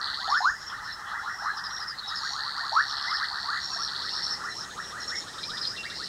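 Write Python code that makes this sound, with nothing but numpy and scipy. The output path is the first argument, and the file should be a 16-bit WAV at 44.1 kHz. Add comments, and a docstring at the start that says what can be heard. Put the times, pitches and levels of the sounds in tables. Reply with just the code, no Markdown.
"""A wetland at nightfall, one microphone in the open among a frog chorus. Dozens of frogs give liquid
whoops, tones swept upward through the vocal sac, a few of them close by. One rattles in long, dry click
trains, others peep and chuck, and grass and trees scatter their calls. Thin insect buzzes and brief
whistles sit above a faint rumble and a hiss of air that rises in the second half."""
import sys
import numpy as np
from scipy import signal
from scipy.fft import rfft, irfft
from scipy.io import wavfile

SR = 44100
rng = np.random.default_rng(int(sys.argv[2]) if len(sys.argv) > 2 else 0)


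def file_out(sig):
    """Save sig as 16-bit WAV at sys.argv[1]."""
    # one column per channel
    cols = np.atleast_2d(sig).T
    # limit, then scale
    lim = np.clip(cols, -1, 1)
    pcm = np.round(lim * 32767).astype(np.int16)
    wavfile.write(sys.argv[1], SR, pcm)


N = 268128
TIME = np.arange(N) / SR
SWEEP_HZ = 1300  # whoops are timed by when they pass this pitch

# whoops nearest the microphone: (time [s], time per octave [s], top pitch [Hz], relative level [dB])
NEAR_WHOOPS = [(0.015, .059, 1840, -37.5), (0.072, 0.059, 1990, -40), (0.249, 0.071, 1860, -34.5),
               (0.343, .08, 1837, -20.5), (0.463, 0.075, 1833, -19), (0.725, 0.041, 1920, -34.5),
               (0.785, 0.047, 2000, -39.5), (1.123, .068, 2020, -35), (1.185, 0.084, 1810, -36),
               (1.477, 0.071, 1850, -28), (1.595, .05, 1820, -43.5), (1.803, 0.047, 2015, -37.5),
               (1.896, 0.061, 2060, -41), (2.121, 0.064, 1950, -34.5), (2.244, .052, 1956, -32.5),
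               (2.356, .072, 1820, -35.5), (2.486, 0.093, 1746, -37), (2.584, 0.048, 1920, -32.5),
               (2.652, 0.056, 1760, -33), (2.773, .066, 1893, -18.5), (2.94, 0.05, 1820, -36),
               (3.035, 0.084, 2140, -37), (3.122, 0.071, 1920, -29), (3.215, 0.044, 2020, -29.5),
               (3.337, 0.061, 1940, -36.5), (3.496, 0.074, 1920, -29.5), (3.53, .063, 2060, -33.5),
               (3.807, 0.063, 1840, -35), (4.055, 0.039, 2100, -41), (4.138, 0.04, 1900, -41.5),
               (4.452, .059, 2004, -35), (4.788, 0.031, 1950, -33.5), (4.94, .081, 2015, -38.5),
               (4.994, 0.058, 2020, -42), (5.096, 0.065, 2210, -40), (5.38, 0.065, 1850, -45),
               (5.504, 0.085, 2050, -40), (5.601, 0.049, 1950, -41), (5.71, 0.069, 2060, -44),
               (5.83, 0.046, 2330, -46), (5.899, 0.049, 2160, -44.5), (6.001, .056, 2000, -40.5)]
def near_whoopers(gain_db=1.5, even_top_hz=1946, strong_echo_s=.025, strong_echo_db=-14):
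    """Frogs that stand out of the chorus; the farther off one sits, the more of it arrives as echo."""
    out = np.zeros(N)
    loudest_db = max(row[3] for row in NEAR_WHOOPS)
    for s, octave_s, top_hz, db in NEAR_WHOOPS:
        distance_db = loudest_db - db
        # higher-voiced frogs put their effort late in the sweep
        call, lead_s = whoop(octave_s, top_hz, tilt_db_per_octave=.0637 * (top_hz - even_top_hz))
        call = undb(db + gain_db) * scatter(call, t60=.15, echo_db=-5 + .23 * distance_db, count=24)
        add(out, s - lead_s, call)
        # one stronger echo beats against the sweep and roughens it
        add(out, s - lead_s + strong_echo_s * rng.uniform(.97, 2.3), undb(strong_echo_db) * call)
    return out


# how the vocal sac shapes a whoop along its sweep: (pitch [Hz], gain [dB])
SAC_RESPONSE = [(720, -3.5), (800, -6), (950, -6.5), (1250, 4.5), (1550, 0.5), (1800, 3), (2200, -8)]
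def whoop(octave_s, top_hz, tilt_db_per_octave=0, onset_db=0, pulse_hz=90, hold_s=.014, wobble=.03495):
    """A pulsing tone that sweeps up and levels off; returns it and the seconds it takes to SWEEP_HZ."""
    lead_s = octave_s * np.log2(SWEEP_HZ / SAC_RESPONSE[0][0])
    end_s = lead_s + octave_s * np.log2(top_hz / SWEEP_HZ) + hold_s
    t = np.arange(int(end_s * SR)) / SR
    beat = np.cos(2 * np.pi * (pulse_hz * (1 + rng.uniform(-.13, .19)) * t + rng.random()))
    waver = np.interp(t * 110, np.arange(64), rng.standard_normal(64))
    rising_hz = SWEEP_HZ * 2 ** ((t - lead_s) / octave_s) * (1 + wobble * waver)
    hz = rising_hz / (1 + (rising_hz / top_hz) ** 24) ** (1 / 24)  # soft ceiling
    # the larynx stutters most until the pitch is up
    stutter = .94 * np.clip((SWEEP_HZ - hz) / 350, .3, 1)
    pulsing = 1 - stutter * (.5 + .5 * beat)
    fade = np.sin(np.pi / 2 * np.clip(np.minimum(t / .011, (end_s - t) / .018), 0, 1)) ** 2
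    db = np.interp(hz, *np.transpose(SAC_RESPONSE))
    db += tilt_db_per_octave * np.log2(np.maximum(hz, 1000) / SWEEP_HZ)
    db += onset_db * np.clip((1150 - hz) / 300, 0, 1)
    return undb(db) * pulsing * fade * tone(hz, octave_db=-40), lead_s


# the crowd of whoopers far across the wetland: (time [s], relative level [dB])
CROWD_LEVEL = [(0.0, -36), (0.41, -38), (0.56, -40.5), (1.05, -37.5), (1.34, -34.5), (1.71, -34.5),
               (1.91, -40.5), (2.17, -40), (2.32, -35), (2.71, -40.5), (3.22, -35.5), (3.84, -39),
               (4.38, -37), (4.83, -44), (5.05, -45), (5.25, -44.5), (6.08, -51)]
def far_whoopers(count=200, gain_db=-1.8, top_hz=2010, spread_db=3.5):
    """Many distant frogs whose whoops reach the microphone as one bubbling wash."""
    out = np.zeros(N)
    for k, (when, slowness, pitch, size) in enumerate(rng.uniform(-1.1, 1, (count, 4))):
        call, lead_s = whoop(.058 * (1 + .27 * slowness), top_hz * (1 + .06 * pitch), onset_db=8)
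        start_s = (k + 2 * when) / count * N / SR - lead_s
        add(out, start_s, undb(spread_db * size) * scatter(call, t60=.25, echo_db=6, count=40))
    # the soft ground swallows the low start of distant calls
    return unit(butter(out, 2, 1050, "high")) * undb(curve(CROWD_LEVEL) + gain_db)


# ring of the rattling frog's sac: (frequency [Hz], half length [s], relative level [dB])
CLICK_MODES = [(4324, 0.00084, 17.5), (3510, 0.00087, -1), (8580, 0.0009, -13)]
# its bouts of rattling, one list each: (time [s], level [dB])
RATTLE_BOUTS = [
    [(.015, -33.5), (.2, -36), (.33, -38), (.42, -50)],
    [(2.0617, -51), (2.13, -44), (2.18, -37.5), (2.28, -36), (3.0, -37), (3.7, -37.5), (4.28, -36),
     (4.38, -49.5)],
    [(5.9, -50), (6.0, -37.5), (6.08, -39)],
]
def rattler(rate_hz=69.4, uneven_db=1.85, jitter_s=.00013, stray_db=-11.5, clicks_per_cycle=4):
    """Evenly spaced clicks ring a small vocal sac; weaker stray clicks and echoes fill the gaps."""
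    out = np.zeros(N)
    t = np.arange(-160, 160) / SR
    for bout in RATTLE_BOUTS:
        times, levels = np.transpose(bout)
        for s in np.arange(times[0], times[-1], 1 / rate_hz):
            for k, (late, size) in enumerate(rng.standard_normal((clicks_per_cycle, 2))):
                stray = k > 0  # strays vary more in pitch and timing
                tune = 1 + rng.uniform(-1, 1) * (.13 if stray else .02)
                click = sum(undb(db) * np.exp(-(t / half_s) ** 2) * np.sin(2 * np.pi * hz * tune * t)
                            for hz, half_s, db in CLICK_MODES)
                click *= np.sqrt(SR / rate_hz) / np.linalg.norm(click)  # rms 1 over a cycle
                delay_s = k / clicks_per_cycle / rate_hz + late * (jitter_s + .002 * stray)
                click_db = np.interp(s, times, levels) + uneven_db * size + stray * stray_db
                add(out, s + delay_s + t[0], click * undb(click_db))
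    return scatter(out, t60=.12, echo_db=-3, count=200)[:N]


# phrases of peeps from the grass: (start [s], peeps [count], spacing [s], peep length [s], pitch [Hz],
# fall within a peep [Hz], relative level of the last peep [dB])
PEEP_PHRASES = [(0.293, 2, 0.066, 0.039, 5560, 698, -38.5), (0.417, 1, 0, 0.044, 4120, -2, -39.5),
                (0.598, 2, 0.06, 0.049, 5500, 306, -44), (0.846, 2, 0.074, 0.032, 5350, 130, -45),
                (1.562, 2, 0.072, 0.041, 5360, 618, -40), (1.691, 1, 0, 0.11, 5580, 3, -43),
                (1.791, 2, 0.077, 0.055, 5375, 573, -39), (1.974, 1, 0, 0.029, 4226, 83, -39.5),
                (2.071, 2, 0.079, 0.04, 5410, 552, -36.5), (2.93, 6, 0.041, 0.033, 5280, 269, -36),
                (3.608, 3, 0.087, 0.086, 5575, 162, -36), (4.012, 5, .069, 0.064, 5415, 23, -34),
                (4.482, 2, 0.059, 0.05, 5580, 320, -43.5), (4.996, 3, 0.076, 0.0505, 5575, 243, -34.5),
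                (5.345, 8, 0.044, 0.0362, 5194, 332, -36), (5.628, 2, .02, 0.0082, 4215, 67.5, -31),
                (5.842, 1, 0.019, 0.023, 5050, 400, -45)]
# soft trills between them: (start [s], pitch [Hz], relative level [dB])
SOFT_TRILLS = [(0.824, 4150, -52.5), (1.268, 5480, -50), (1.42, 4100, -51.5), (2.011, 3830, -44.5),
               (2.212, 5650, -45.5), (2.713, 5550, -47.5), (4.469, 4120, -49.5), (4.781, 5500, -47),
               (4.968, 4170, -51)]
def peepers(gain_db=3, crescendo_db=3, trill_s=.15, sac_top_hz=5750):
    """Small frogs give mostly falling peeps, each louder through a phrase, and trills around one pitch."""
    out = np.zeros(N)
    for start, peeps, spacing_s, length_s, hz, fall_hz, last_db in PEEP_PHRASES:
        for k in range(peeps):
            effort_db = last_db - crescendo_db * (peeps - 1 - k)
            add(out, start + k * spacing_s, undb(effort_db + gain_db) * peep(length_s, hz, fall_hz))
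    for start, hz, db in SOFT_TRILLS:
        add(out, start, undb(db + gain_db) * peep(trill_s, hz, fall_hz=0, waver=.044))
    # the vocal sac radiates little above its resonance, apart from a faint octave
    return butter(out, 16, sac_top_hz, "low") + butter(out, 6, 9000, "high")


def peep(length_s, hz, fall_hz, waver=.035):
    """One shrill, raspy note blurred by vegetation; the farther it falls, the brighter its octave."""
    call = glide(length_s, hz, hz - fall_hz, waver, rasp_db=12, octave_db=-38 + .014 * fall_hz)
    return scatter(call, t60=.14, echo_db=-3, count=100)


# runs of dry chucks: (start [s], chucks [count], spacing [s], resonance [Hz], relative level [dB])
CHUCK_RUNS = [(0.071, 5, 0.068, 3560, -40), (1.578, 4, 0.063, 3950, -45), (2.899, 6, 0.07, 3420, -43.5),
              (3.885, 4, 0.067, 3800, -39), (4.639, 5, .067, 3800, -47), (5.097, 5, 0.059, 3780, -45.5),
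              (5.384, 1, 0, 3800, -41), (5.432, 1, 0, 4020, -34.5), (5.497, 3, .075, 3870, -37.5),
              (5.765, 3, .068, 3850, -39.5)]
def chuckers(click_gap_s=.004, width_hz=950, gain_db=-2.6, rise_db=.05):
    """Each chuck is a roll of four clicks through a broad throat resonance; a run stays nearly level."""
    out = np.zeros(N)
    for start, chucks, spacing_s, hz, db in CHUCK_RUNS:
        for k in range(chucks):
            click_times = (np.arange(4) + .3 * rng.random(4)) * click_gap_s
            clicks = np.zeros(int(.043 * SR))
            clicks[(click_times * SR).astype(int)] = [.84, .75, .98, .32]
            chuck = scatter(unit(resonate(clicks, hz, width_hz)), t60=.089, echo_db=1.5, count=120)
            add(out, start + k * spacing_s - click_gap_s / 2, undb(db + gain_db + rise_db * k) * chuck)
    return butter(out, 4, [2950, 4500], "band")


# thin insect buzzes: (start [s], end [s], band centre [Hz], level it swells toward [dB])
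INSECT_BUZZES = [(.15, 0.572, 6660, -49), (0.495, 0.713, 6700, -53), (2.048, 2.42, 6700, -48.5),
                 (2.45, 2.856, 6700, -56.5), (3.445, 3.807, 6750, -49.5), (4.35, 4.807, 6530, -52.5),
                 (4.92, 5.277, 6770, -48)]
def insects(stroke_hz=80, width_hz=560, swell_db=9):
    """Wing strokes rasp in a narrow band, growing until they stop."""
    out = np.zeros(N)
    strokes = 1 + .16 * np.sin(2 * np.pi * stroke_hz * TIME)
    for start, end, hz, db in INSECT_BUZZES:
        rasp = band_noise(hz, width_hz) * strokes
        gate = np.clip((TIME - start) / .11, 0, 1) * np.clip((end - TIME) / .066, 0, 1)
        remaining = np.clip((end - TIME) / (end - start), 0, 1)
        out += rasp * gate * undb(db - swell_db * remaining)
    return out


# squeaks and whistles from the trees: (start [s], length [s], first pitch [Hz], last pitch [Hz],
# level [dB])
WHISTLE_NOTES = [(0.97, 0.45, 3390, 3360, -63.5), (3.712, 0.032, 2640, 2620, -56),
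                 (4.1, 0.046, 2650, 2970, -55), (5.427, 0.037, 2330, 2460, -48.5),
                 (5.773, 0.054, 2760, 2730, -38)]
def whistler():
    """Clear notes, most of them faint, that linger between the trunks."""
    out = np.zeros(N)
    for s, length_s, first_hz, last_hz, db in WHISTLE_NOTES:
        note = glide(length_s, first_hz, last_hz, waver=.018, rasp_db=4, octave_db=-40)
        add(out, s, undb(db) * scatter(note, t60=1, echo_db=-9, count=200))
    return out


# flurries of twittering far off: (time of peak [s], half length [s], level [dB])
TWITTER_FLURRIES = [(.45, 0.16, -43), (3.1, 0.19, -46), (4.2, 0.2, -38.5), (5.58, 0.2, -38.5),
                    (6.02, .1, -44)]
def far_twitter(hz=5200, width_hz=750, flicker_db=3):
    """Far peeps overlap into a flickering band of noise that swells and fades."""
    return band_noise(hz, width_hz) * swells(TWITTER_FLURRIES) * undb(flicker_db * wander(45))


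# high-voiced frogs at the back of the chorus: (centre [Hz], width [Hz], level [dB])
FAR_FROG_BANDS = [(3230, 620, -67.5), (3998, 690, -57), (5370, 540, -54)]
def far_frogs(flicker_db=6):
    """With distance, peeps and rattles merge into shimmering bands of noise."""
    return sum(unit(resonate(rng.standard_normal(N), hz, width_hz)) * undb(db + flicker_db * wander(24))
               for hz, width_hz, db in FAR_FROG_BANDS)


# low puffs of air at the microphone: (time of peak [s], half length [s], level [dB])
AIR_PUFFS = [(0.505, 0.014, -50), (0.805, 0.087, -59), (5.52, 0.021, -51)]
# rumble of still air over the wetland: (frequency [Hz], relative level [dB])
STILL_AIR_SPECTRUM = [(20, -14), (35, -8), (60, 1.5), (110, -2), (190, -2), (240, -7), (600, -9),
                      (2500, -16.5), (5000, -10), (8000, -16), (11000, -24.5), (15500, -28.5)]
# hiss of the breeze: (frequency [Hz], relative level [dB])
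BREEZE_SPECTRUM = [(30, -19), (100, -2.5), (185, 3.5), (245, -2), (400, 0), (800, -4), (2500, -13),
                   (6000, -8.5), (8500, -11), (11000, -24.5), (15500, -49)]
# strength of that hiss: (time [s], level [dB])
BREEZE_LEVEL = [(0, -61), (2.8, -76), (3.6, -56), (4.3, -49.5), (5.2, -47.5), (6.08, -48.5)]
def air(still_db=-52):
    """A faint steady rumble with a few low puffs, and a soft breeze that rises later on."""
    puffs = swells(AIR_PUFFS) * unit(resonate(rng.standard_normal(N), hz=43, width_hz=80))
    rumble = shaped_noise(STILL_AIR_SPECTRUM) * undb(still_db)
    hiss = shaped_noise(BREEZE_SPECTRUM) * undb(curve(BREEZE_LEVEL))
    return puffs + rumble + hiss


def scatter(x, t60, echo_db, count):
    """The direct sound plus single echoes from stems and trunks, which fade by 60 dB in t60 seconds."""
    offset, size = rng.random(count), rng.standard_normal(count)
    lag_s = .002 + t60 * .7 * (np.arange(count) + offset) / count
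    size *= undb(-60 * lag_s / t60)
    response = np.zeros(int(lag_s[-1] * SR) + 1)
    response[(lag_s * SR).astype(int)] = undb(echo_db) * size / np.linalg.norm(size)
    response[0] = 1
    return signal.fftconvolve(x, response / np.linalg.norm(response))


def glide(length_s, first_hz, last_hz, waver, rasp_db, octave_db):
    """A short tone of rms 1 that slides ever faster, trembling in pitch and strength."""
    progress = np.linspace(0, 1, int(length_s * SR))
    tremble, rasp = (np.interp(progress * length_s * 800, np.arange(512), row)
                     for row in rng.uniform(-1, 1, (2, 512)))
    hz = (first_hz + (last_hz - first_hz) * progress ** 1.245) * (1 + waver * tremble)
    strength = np.abs(np.sin(np.pi * progress)) ** .5 * undb(rasp_db * rasp)
    return unit(strength * tone(hz, octave_db))


def tone(hz, octave_db):
    """A sine and its octave, following a pitch curve."""
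    phase = 2 * np.pi * np.cumsum(hz) / SR
    return np.sin(phase) + undb(octave_db) * np.sin(2 * phase)


def resonate(x, hz, width_hz):
    """A resonance applied twice, for steep skirts."""
    b, a = signal.iirpeak(hz, hz / width_hz, fs=SR)
    return signal.lfilter(b, a, signal.lfilter(b, a, x))


def butter(x, order, hz, kind):
    """A low-, high- or band-pass with a flat passband."""
    return signal.sosfilt(signal.butter(order, hz, kind, fs=SR, output="sos"), x)


def band_noise(hz, width_hz):
    """Noise of rms 1 in one band."""
    return unit(butter(rng.standard_normal(N), 3, [hz - width_hz / 2, hz + width_hz / 2], "band"))


def shaped_noise(spectrum):
    """Noise of rms 1 shaped by (frequency [Hz], level [dB]) rows."""
    hz, db = np.transpose(spectrum)
    bin_hz = np.maximum(np.arange(N // 2 + 1) * SR / N, 1)
    gain = undb(np.interp(np.log(bin_hz), np.log(hz), db))
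    return unit(irfft(rfft(rng.standard_normal(N)) * gain, N))


def wander(rate_hz):
    """A random drift with a spread near 1."""
    return 1.2 * np.interp(TIME * rate_hz, np.arange(2048), rng.standard_normal(2048))


def swells(rows):
    """Gain that rises and falls around each (time [s], half length [s], level [dB]) row."""
    return sum(undb(db) * np.exp(-((TIME - s) / half_s) ** 2) for s, half_s, db in rows)


def curve(rows):
    """Join (time [s], level [dB]) rows by straight lines."""
    return np.interp(TIME, *np.transpose(rows))


def add(out, start_s, x):
    """Mix a sound in at a time."""
    i = int(start_s * SR)
    lo, hi = max(i, 0), min(i + len(x), N)
    if hi > lo:
        out[lo:hi] += x[lo - i:hi - i]


def undb(db):
    """Decibels to gain."""
    return 10 ** (np.asarray(db) / 20)


def unit(x):
    """Scale to rms 1."""
    return x / np.sqrt(np.mean(x ** 2) + 1e-18)


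def scene():
    """The wetland from one spot in the open; the trees return a faint, long echo of the chorus."""
    calls = near_whoopers() + far_whoopers() + rattler() + peepers() + chuckers()
    chorus = scatter(calls, t60=.58, echo_db=-24.5, count=400)[:N]
    return (chorus + whistler() + insects() + far_frogs() + far_twitter() + air())[None]


def record(dry):
    """One microphone into a recorder that cuts steeply above 15.7 kHz."""
    return signal.sosfilt(signal.ellip(10, .1, 70, 15700, fs=SR, output="sos"), dry)


dry = scene()
out = record(dry)
file_out(out)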